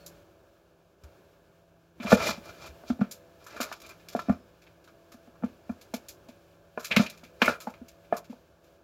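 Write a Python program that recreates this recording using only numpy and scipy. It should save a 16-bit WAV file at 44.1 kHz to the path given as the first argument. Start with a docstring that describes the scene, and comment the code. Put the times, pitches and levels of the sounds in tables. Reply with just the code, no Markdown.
"""Sticky dough in a plastic bowl

Kitchen counter, phone microphone: hands squeeze and pull dough over a thin bowl, close by in a small live room.
Knocks ring the bowl's decaying modes, and low thuds come through the counter. Tearing dough smacks and
dragged dough rustles as filtered crackle; squeezed air pockets whistle as gliding narrow noise.
Behind them, shaped noise at a changing level and wavering sines make the noise floor and a refrigerator's hum.
"""
import sys
import numpy as np
from scipy import signal
from scipy.fft import rfft, irfft, next_fast_len
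from scipy.io import wavfile

SR = 44100
rng = np.random.default_rng(int(sys.argv[2]) if len(sys.argv) > 2 else 0)


def wav_record(signal):
    """Record a signal, one row per channel, as 16-bit PCM in the file named by sys.argv[1]."""
    frames = np.transpose(np.atleast_2d(signal))
    bounded = np.clip(frames, -1, 1)
    # unit amplitude maps onto the largest positive 16-bit level
    quanta = np.round(bounded * 32767).astype(np.int16)
    wavfile.write(sys.argv[1], SR, quanta)


def natural_amplitude(level_db):
    """Convert a level in decibels to a linear amplitude factor, elementwise."""
    exponent = np.asarray(level_db, float) / 20
    return 10 ** exponent


N = 389403   # samples


def rms_one(x):
    """Scale a signal to rms 1."""
    return x / np.sqrt(np.mean(x ** 2) + 1e-20)


def in_time(rows):
    """Columns of a curve at every sample; the first column is time in seconds."""
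    s, *columns = np.transpose(rows)
    return [np.interp(np.arange(N) / SR, s, c) for c in columns]


def drift(rate_hz):
    """Slow random wandering of rms 1: noise through two equal low-pass poles."""
    step = 40   # samples between drawn points
    r = np.exp(-2 * np.pi * rate_hz * step / SR)
    noise = rng.standard_normal(N // step + 2002)
    slow = signal.lfilter([1], [1, -2 * r, r * r], noise)[2000:]
    return np.interp(np.arange(N) / step, np.arange(len(slow)), rms_one(slow))


def coloured(x, spectrum, low_hz, high_hz):
    """The part of x between two edges, shaped by a spectrum; rms 1."""
    size = next_fast_len(N)
    hz = np.arange(1, size // 2 + 2) * SR / size
    points_hz, points_db = np.transpose(spectrum)
    edges = 1 / np.sqrt((1 + (low_hz / hz) ** 16) * (1 + (hz / high_hz) ** 16))
    gain = edges * natural_amplitude(np.interp(np.log(hz), np.log(points_hz), points_db))
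    return rms_one(irfft(rfft(x, size) * gain, size)[:N])


def high_pass(x, cut_hz):
    """Second-order bass cut."""
    return signal.sosfilt(signal.butter(2, cut_hz, "high", fs=SR, output="sos"), x)


def ring(clicks, hz, t60_s):
    """A two-pole resonance: a unit click starts a decaying sine of height 1."""
    r, w = natural_amplitude(-60 / (t60_s * SR)), 2 * np.pi * hz / SR
    return signal.lfilter([0, np.sin(w)], [1, -2 * r * np.cos(w), r * r], clicks + 1e-18)


def strikes(times_s, heights, soft_ms):
    """Clicks smeared by a soft contact with an exponential decay."""
    clicks = np.zeros(N)
    at = np.clip(np.round(times_s * SR).astype(int), 0, N - 1)
    np.add.at(clicks, at, heights)
    r = np.exp(-1000 / (soft_ms * SR))
    return signal.lfilter([1 - r], [1, -r], clicks)


def crackle(per_s, spread_db, smooth):
    """Tiny strands snap in clumps, over a share of smooth hiss."""
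    sizes = natural_amplitude(spread_db * np.minimum(rng.exponential(1, N), 5)) * rng.choice([-1, 1], N)
    snaps = rng.random(N) < per_s * natural_amplitude(3.0 * drift(30)) / SR
    return rms_one(sizes * snaps) + smooth * rng.standard_normal(N)


# colour of the background noise as it reaches us through the phone: pitch_hz, relative level_db
NOISE_COLOUR = [(30, -3), (70, 2.5), (166, -5), (249, -7.5), (384, 0.5), (451, -5.5), (620, -2.5),
                (775, -9.5), (1650, -14.5), (1940, -29), (2410, -28), (3160, -31), (7500, -37.5),
                (8100, -44.5), (16500, -38)]
# level of the background noise, raised by the phone's noise suppressor after loud sounds
# (written out as a curve): time_s, hiss level_db
NOISE_FLOOR = [(0, -65.5), (.12, -65), (.3, -71.5), (1.0, -77.5), (1.06, -69), (1.95, -77), (2.05, -59.5),
               (2.5, -61), (3.3, -68.5), (3.9, -66.5), (4.5, -70.5), (5.1, -71), (6, -67), (6.7, -71.5),
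               (7.3, -68), (7.75, -68), (8.4, -71), (8.6, -75), (8.68, -70.5), (8.83, -74.5)]
# refrigerator motor lines: pitch_hz, level_db at the median noise floor
HUM_LINES = [(102.3, -74), (166.9, -66), (301.5, -86), (333.8, -69.5), (398.4, -78), (500.6, -70),
             (570.6, -66), (667.5, -68)]
HUM_WAVER_DB = 3.2
LOW_NOISE_DB, LOW_FOLLOWS = -61, 0.64   # low noise at the median floor; low noise and hum's share of its changes


def background():
    """Broad noise and a motor's wavering sines; hiss follows the noise floor, the low part follows in part."""
    hiss_db, = in_time(NOISE_FLOOR)
    lift_db = LOW_FOLLOWS * (hiss_db - np.median(hiss_db))
    white, t = rng.standard_normal(N), np.arange(N) / SR
    wobbling_t = t + 0.00019 * drift(4.4)
    hum = sum(natural_amplitude(db + HUM_WAVER_DB * drift(1.5)) * np.sin(2 * np.pi * hz * wobbling_t)
              for hz, db in HUM_LINES)
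    low_gain = natural_amplitude(LOW_NOISE_DB + lift_db + 0.6 * drift(5.8))
    low = low_gain * coloured(white, NOISE_COLOUR, 27, 1600) + natural_amplitude(lift_db) * hum
    hiss = coloured(white, NOISE_COLOUR, 1900, 17000)
    return low + natural_amplitude(hiss_db + 0.73 * drift(6.7)) * hiss


KITCHEN_T60_S, KITCHEN_DB, WALL_CUT_HZ = 0.23, -15.5, 1300   # decay before wall loss, level, wall treble loss


def kitchen(x):
    """Room reflections: eight feedback delays, duller on every round, stepped block by block."""
    out, dull = np.zeros(N), np.exp(-2 * np.pi * WALL_CUT_HZ / SR)
    lags = (rng.uniform(0.0088, 0.03, size=8) * SR).astype(int)
    for k, lag in enumerate(lags):
        loop, state = x.copy(), [0.]
        gain = natural_amplitude(-60 * lag / SR / KITCHEN_T60_S)
        for i in range(lag, N, lag):
            back, state = signal.lfilter([gain * (1 - dull)], [1, -dull], loop[i - lag:i], zi=state)
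            loop[i:i + lag] += back[:N - i]
        out += (loop - x) * (-1) ** k
    return high_pass(out, 300)


# thuds of the worktop: start_s, level_db, pitch_hz
COUNTER_THUDS = [(1.034, -34.5, 73.5), (2.123, -25, 85), (2.684, -34.5, 70), (2.906, -35, 77.6),
                 (4.29, -25, 83.4), (5.434, -36, 91), (5.695, -37, 85), (6.968, -34, 74.4),
                 (7.473, -43, 77), (7.8, -46, 73)]
THUD_T60_S = 0.18


def counter():
    """Dull low thuds through the worktop, each a soft strike on one low resonance."""
    thuds = sum(ring(strikes(np.array([s]), natural_amplitude(db), soft_ms=3.0), hz, THUD_T60_S)
                for s, db, hz in COUNTER_THUDS)
    return high_pass(thuds, 50)


# air squeezed out of pockets in the dough: start_s, length_s, from_hz, to_hz, level_db
AIR_POCKETS = [(0, .07, 4370, 4310, -67), (4.202, .26, 5330, 5130, -72), (4.207, .16, 3730, 3850, -71),
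               (6.906, 0.047, 2312, 2640, -39), (7.441, .06, 2028, 2540, -30),
               (8.134, .07, 1245, 1009, -44.5), (7.492, .083, 1500, 1350, -38)]
# harder-driven air whistles more roughly: width at 0 dB, share of the level
LOUD_WIDTH_HZ, WIDTH_FOLLOWS = 1200, 0.45


def pockets():
    """Rough whistles, narrow noise on a carrier that glides as each pocket changes size."""
    out = np.zeros(N)
    for s, length, from_hz, to_hz, db in AIR_POCKETS:
        at, part = round(max(s, 0) * SR), np.linspace(0, 1, round(length * SR))
        r = np.exp(-np.pi * LOUD_WIDTH_HZ * natural_amplitude(WIDTH_FOLLOWS * db) / SR)
        complex_noise = [1, 1j] @ rng.standard_normal((2, SR // 2))
        rough = signal.lfilter([1], [1, -r], complex_noise)[-len(part):]
        turns = np.cumsum(from_hz + (to_hz - from_hz) * part) / SR
        envelope = np.minimum(part / 0.06, 1) * np.sqrt(1 - part)
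        whistle = rms_one(np.real(rough * np.exp(2j * np.pi * turns)))
        out[at:at + len(part)] += natural_amplitude(db) * envelope * whistle
    return out


# fingers drag dough along the bowl: start_s, hold_s, level_db, wet rustle over the scrape_db
FINGER_STROKES = [(2.031, 0.026, -42, -11.5), (2.07, .075, -32, -15.5), (2.11, 0.021, -38, 3.5),
                  (2.174, .05, -32.5, -13), (2.23, 0.054, -32, -5), (2.277, 0.034, -35, -4),
                  (2.336, 0.044, -51.5, -7), (2.445, 0.051, -47.5, -10), (2.533, 0.08, -56, -9),
                  (2.624, 0.049, -50, -5.5), (2.881, 0.023, -54.5, 0), (3.407, 0.038, -62, -9),
                  (3.507, 0.037, -49, -10), (3.564, 0.14, -48.5, -10), (3.703, 0.063, -59, -2),
                  (3.838, .08, -52, -8), (4.102, 0.074, -58, -2), (4.18, 0.044, -54.5, -2.5),
                  (4.262, 0.069, -55, -10), (6.915, .04, -40.5, -15.5), (6.974, 0.061, -36, -6),
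                  (7.097, 0.052, -56.5, -4), (7.428, 0.066, -35.5, -10), (7.483, 0.016, -30.5, -12.5),
                  (7.513, .03, -51, -26), (8.13, 0.042, -49, -26)]
RISE_DB_PER_S, FALL_DB_PER_S = 897, 417   # a stroke grips fast and lets go more slowly


def strokes():
    """Finger pressure rises, holds and falls, shared by scrape and wet rustle; overlaps add in power."""
    t, power = np.arange(N) / SR, np.zeros((2, N))
    for s, hold, db, wet_db in FINGER_STROKES:
        near = slice(round((s - 0.2) * SR), round((s + hold + 0.3) * SR))
        rise_loss_db = RISE_DB_PER_S * np.maximum(s - t[near], 0)
        fall_loss_db = FALL_DB_PER_S * np.maximum(t[near] - s - hold, 0)
        level_db = db - rise_loss_db - fall_loss_db + np.array([[0], [wet_db]])
        power[:, near] += natural_amplitude(2 * level_db)
    return np.sqrt(power)


# colour of the crackle, for rubbing and smacks, including the phone's dip and treble step:
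# pitch_hz, relative level_db
CRACKLE_COLOUR = [(300, -25.5), (500, -18), (634, 7.5), (774, -5), (1300, 6.5), (1690, 0), (1970, -7),
                  (2400, -2), (2980, -13), (5340, -17.5), (7400, -28.5), (8000, -45), (10000, -41),
                  (13500, -36.5), (16500, -52)]
TOP_RUSTLE_DB = -10.5   # the highest rustle, under the wet one


def rubbing():
    """Coarse slips drive the bowl's own modes; finer crackle comes straight off the wet dough."""
    pressure, wetness = strokes()
    slips = crackle(per_s=820, spread_db=2.5, smooth=0.76)
    fine = crackle(per_s=3300, spread_db=1.5, smooth=0.8)
    grip = [natural_amplitude(3 * drift(10)) for part in range(3)]   # the hand damps wall, rim and lip independently
    rung = 0
    for hold, modes in zip(grip, (WALL_MODES, RIM_MODES, LIP_MODES)):
        part = sum(natural_amplitude(db) * rms_one(ring(slips, hz, 0.99 * t60)) for hz, db, t60 in modes)
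        rung = rung + hold * part
    scrape = rms_one(1.8 * rms_one(rung) + coloured(slips, CRACKLE_COLOUR, 300, 2900))
    top = coloured(fine, CRACKLE_COLOUR, 7800, 17000)
    wet = coloured(fine, CRACKLE_COLOUR, 3300, 9100) + top * natural_amplitude(TOP_RUSTLE_DB + 2.8 * drift(30))
    return natural_amplitude(1.3 * drift(25)) * (scrape * pressure + wet * wetness)


# dough tears off the skin: start_s, level_db, brightness_db before the shares below,
# dull body over the smack_db, tail t60_s
DOUGH_SMACKS = [(.0612, -59, 11, -11, 0.11), (1.035, -65, 0.5, 5, 0.094), (2.0, -42, -21, -7, 0.13),
                (2.0594, -38.5, -23.5, -13, 0.12), (2.1049, -32, -22, -11, 0.09),
                (2.897, -49, -8, 7, 0.094), (3.0066, -50.5, -12, 4.5, 0.24), (3.1108, -55, 8.5, -10, 0.15),
                (3.4406, -71, 8.5, -11, 0.094), (3.464, -56.5, 1.5, 11.5, 0.15),
                (3.5642, -59.5, 1, 17, 0.15), (3.6031, -39.5, 0, -4, 0.09), (3.6117, -40, 1.5, 5, 0.15),
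                (3.696, -69, -3, 6, 0.068), (3.7235, -41, -4, 3.5, 0.074), (3.8, -57, 2, 0, 0.06),
                (3.8166, -54.5, 3.5, -2, 0.054), (3.8616, -62, 4, -6, 0.089), (3.89, -59.5, 5, 8, 0.088),
                (3.996, -58, -10, -13, 0.14), (4.0845, -49.5, 0, -12, 0.1), (4.125, -62, 3, 7, .098),
                (4.1613, -49.5, -3.5, 11, 0.068), (4.193, -40.5, -6.5, -10, 0.046),
                (4.2916, -55, -5, 13, 0.2), (4.6167, -60, -5, -16, 0.16), (4.665, -56, -19, -13, .098),
                (4.8404, -65.5, -1, 0, 0.14), (4.8744, -60, -5.5, 8, 0.1), (5.118, -61, 2, 5, 0.15),
                (5.27, -70, -9, 4, .1), (5.355, -68, -10, 13, 0.068), (5.4414, -60, -6.5, 0, 0.29),
                (5.6934, -72, 2, 14, 0.29), (5.8113, -58, 2, -17, .12), (5.9384, -42.5, 1, -8, 0.11),
                (6.084, -52, 7, -26, 0.13), (6.285, -57.5, -3, -13, 0.11), (6.776, -59.5, -7.5, 7.5, 0.18),
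                (6.794, -58.5, 3, 9, 0.21), (6.831, -59.5, 2, 7, 0.087), (6.844, -41, 1, -10.5, 0.13),
                (6.912, -19.5, -23.5, -41, 0.098), (6.9622, -19, -11, -9, 0.12),
                (7.0616, -35.5, -13, -27, 0.088), (7.097, -52.5, 3.5, -14, 0.081),
                (7.1726, -59.5, -1, -4, 0.14), (7.2352, -52.5, -6, -9, 0.17),
                (7.4168, -16, -15, 0.5, 0.071), (7.455, -54, 8.5, -1, 0.082), (7.483, -45, 0, -1, 0.084),
                (7.602, -53.5, 4, 3, 0.19), (7.6686, -54.5, -10, 9, 0.13), (7.697, -63, 1, -7, .07),
                (7.7377, -54.5, -13, 1, 0.12), (7.882, -59, 3, -18, 0.11), (8.045, -63, -9, -13, 0.07),
                (8.1236, -50.5, -21, 9, 0.13), (8.1662, -54.5, 8.5, 8, 0.09), (8.2422, -62.5, -2, -4, .12),
                (8.296, -63.5, -5, -8, 0.32), (8.64, -74.5, 3.5, -6, .17)]
BRIGHT_SHARE, TOP_SHARE = 1.01, 1.45   # how far the brightness of a smack lifts its bright and top parts


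def smacks():
    """A sharp snap and a wet tail of crackle, each tear with its own balance of four bands."""
    bands = ((2000, 3800), (900, 1850), (3800, 7700), (7800, 17000))   # Hz: main, dull, bright, top
    shapes, t = np.zeros((len(bands), N + SR)), np.arange(SR // 3) / SR
    for s, db, tilt_db, dull_db, t60 in DOUGH_SMACKS:
        band_db = db + np.array([0, dull_db, tilt_db * BRIGHT_SHARE, tilt_db * TOP_SHARE])
        tail, snap = natural_amplitude(-60 * t / max(t60, 0.02)), 0.66 * np.exp(-t / 0.0035)
        shape = (1 - np.exp(-t / 0.0027)) * (tail + snap)
        at = round(s * SR)
        shapes[:, at:at + len(t)] += shape * natural_amplitude(band_db)[:, None]
    grains = crackle(per_s=2600, spread_db=3.5, smooth=0.85)
    return sum(coloured(grains, CRACKLE_COLOUR, *band) * shape[:N] for band, shape in zip(bands, shapes))


# knocks on the bowl, levels before each mode's own: start_s, boom_db, boom pitch_hz, wall_db, rim_db
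BOWL_KNOCKS = [(1.999, -33.5, 233, -46, -58), (2.047, -26.5, 209, -34.5, -53), (2.118, -23, 191, -18, -19),
               (2.126, -8.5, 198, -4, -16.5), (2.288, -29, 205, -33, -28.5), (2.375, -39, 212, -44, -68),
               (2.836, -55, 248, -39, -55), (2.901, -19.5, 248, -30, -38), (2.992, -29, 221, -40, -52),
               (3.012, -15, 200, -22, -30), (3.602, -32.5, 246, -27, -30), (3.714, -56, 191, -36.5, -34.5),
               (4.15, -27.5, 228, -24.5, -43), (4.191, -48, 191, -49, -28.5), (4.284, -21.5, 240, -35, -41),
               (4.295, -12.5, 217, -24, -28.5), (5.142, -47.5, 249, -54, -60), (5.275, -50, 239, -54, -65),
               (5.424, -36, 191, -38, -49), (5.435, -20, 228, -25.5, -33.5),
               (5.694, -25.5, 229, -30.5, -37.5), (5.937, -28, 232, -29, -40), (6.287, -45, 244, -46, -67),
               (6.775, -42, 246, -28, -29), (6.909, -37, 205, -38, -39), (6.967, -13, 205, -20, -29.5),
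               (6.995, -12, 205, -23, -26.5), (7.232, -51, 250, -47.5, -56), (7.418, -20.5, 231, -14, -17),
               (7.479, -27.5, 242, -17.5, -15), (7.671, -31.5, 221, -26, -60),
               (7.814, -39.5, 249, -50, -62.5), (8.125, -33, 218, -16.5, -27),
               (8.297, -34.5, 235, -54, -65), (8.328, -45, 248, -39, -62)]
# modes of the bowl, two booms, then wall, rim and lip: pitch_hz, level_db, t60_s
BOOM_MODES = [(205, 6.5, 0.099), (251.3, 6, 0.096)]
WALL_MODES = [(479, -7.5, 0.049), (624, 1.5, 0.034), (691, -0.5, .05), (858, -5.5, 0.03), (920, -6, 0.014)]
RIM_MODES = [(1030, -10, 0.061), (1188, -6.5, 0.075), (1350, -7, 0.07), (1434, -1, 0.039),
             (1733, -7.5, .05)]
LIP_MODES = [(2076, 0.5, 0.013), (2397, 6, 0.049), (2560, -4.5, 0.018)]
LIP_UNDER_RIM_DB = 17


def bowl():
    """Each knock shares its push between the beating booms and wakes wall, rim and lip anew."""
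    s, boom_db, hz, wall_db, rim_db = np.transpose(BOWL_KNOCKS)
    low_boom_hz, high_boom_hz = BOOM_MODES[0][0], BOOM_MODES[1][0]
    upper = np.clip((hz - low_boom_hz) / (high_boom_hz - low_boom_hz), 0, 1)
    shares = (1 - 0.54 * upper, -(0.46 + 0.95 * upper))
    out = sum(ring(strikes(s, share * natural_amplitude(boom_db + db), soft_ms=0.79), f, t60)
              for share, (f, db, t60) in zip(shares, BOOM_MODES))
    parts = ((WALL_MODES, wall_db, 0.2), (RIM_MODES, rim_db, 0.06),
             (LIP_MODES, rim_db - LIP_UNDER_RIM_DB, 0.06))
    for modes, level_db, soft_ms in parts:
        for k, (f, db, t60) in enumerate(modes):
            luck = rng.normal(0, 1, (len(s), 2))
            late = s + 0.0008 * np.abs(luck[:, 1])   # small random delay for every mode and knock
            heights = (-1) ** k * natural_amplitude(level_db + db + 4.5 * luck[:, 0])
            out = out + ring(strikes(late, heights, soft_ms), f, t60)
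    return high_pass(out, 130)   # the knocks carry no deep bass


def scene():
    """Bowl and dough up close with their room reflections, the counter and the background."""
    near = bowl() + smacks() + rubbing() + pockets()
    return (near + natural_amplitude(KITCHEN_DB) * kitchen(near) + counter() + background())[None]


def roll_off(x):
    """The treble ends steeply here."""
    return signal.sosfilt(signal.butter(12, 16660, fs=SR, output="sos"), x)


def record(dry):
    """A phone microphone with a bass cut, a top cut and a dip near 2 kHz."""
    b, a = signal.iirnotch(1930, 9.0, SR)
    dry = signal.sosfilt(signal.butter(4, 48, "high", fs=SR, output="sos"), dry)
    dry = signal.sosfilt(signal.cheby2(12, 60, 16900, fs=SR, output="sos"), dry)
    mix = 0.39 * dry + 0.65 * signal.lfilter(b, a, dry)   # the unnotched share keeps the dip shallow
    return roll_off(mix)


dry = scene()
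out = record(dry)
wav_record(out)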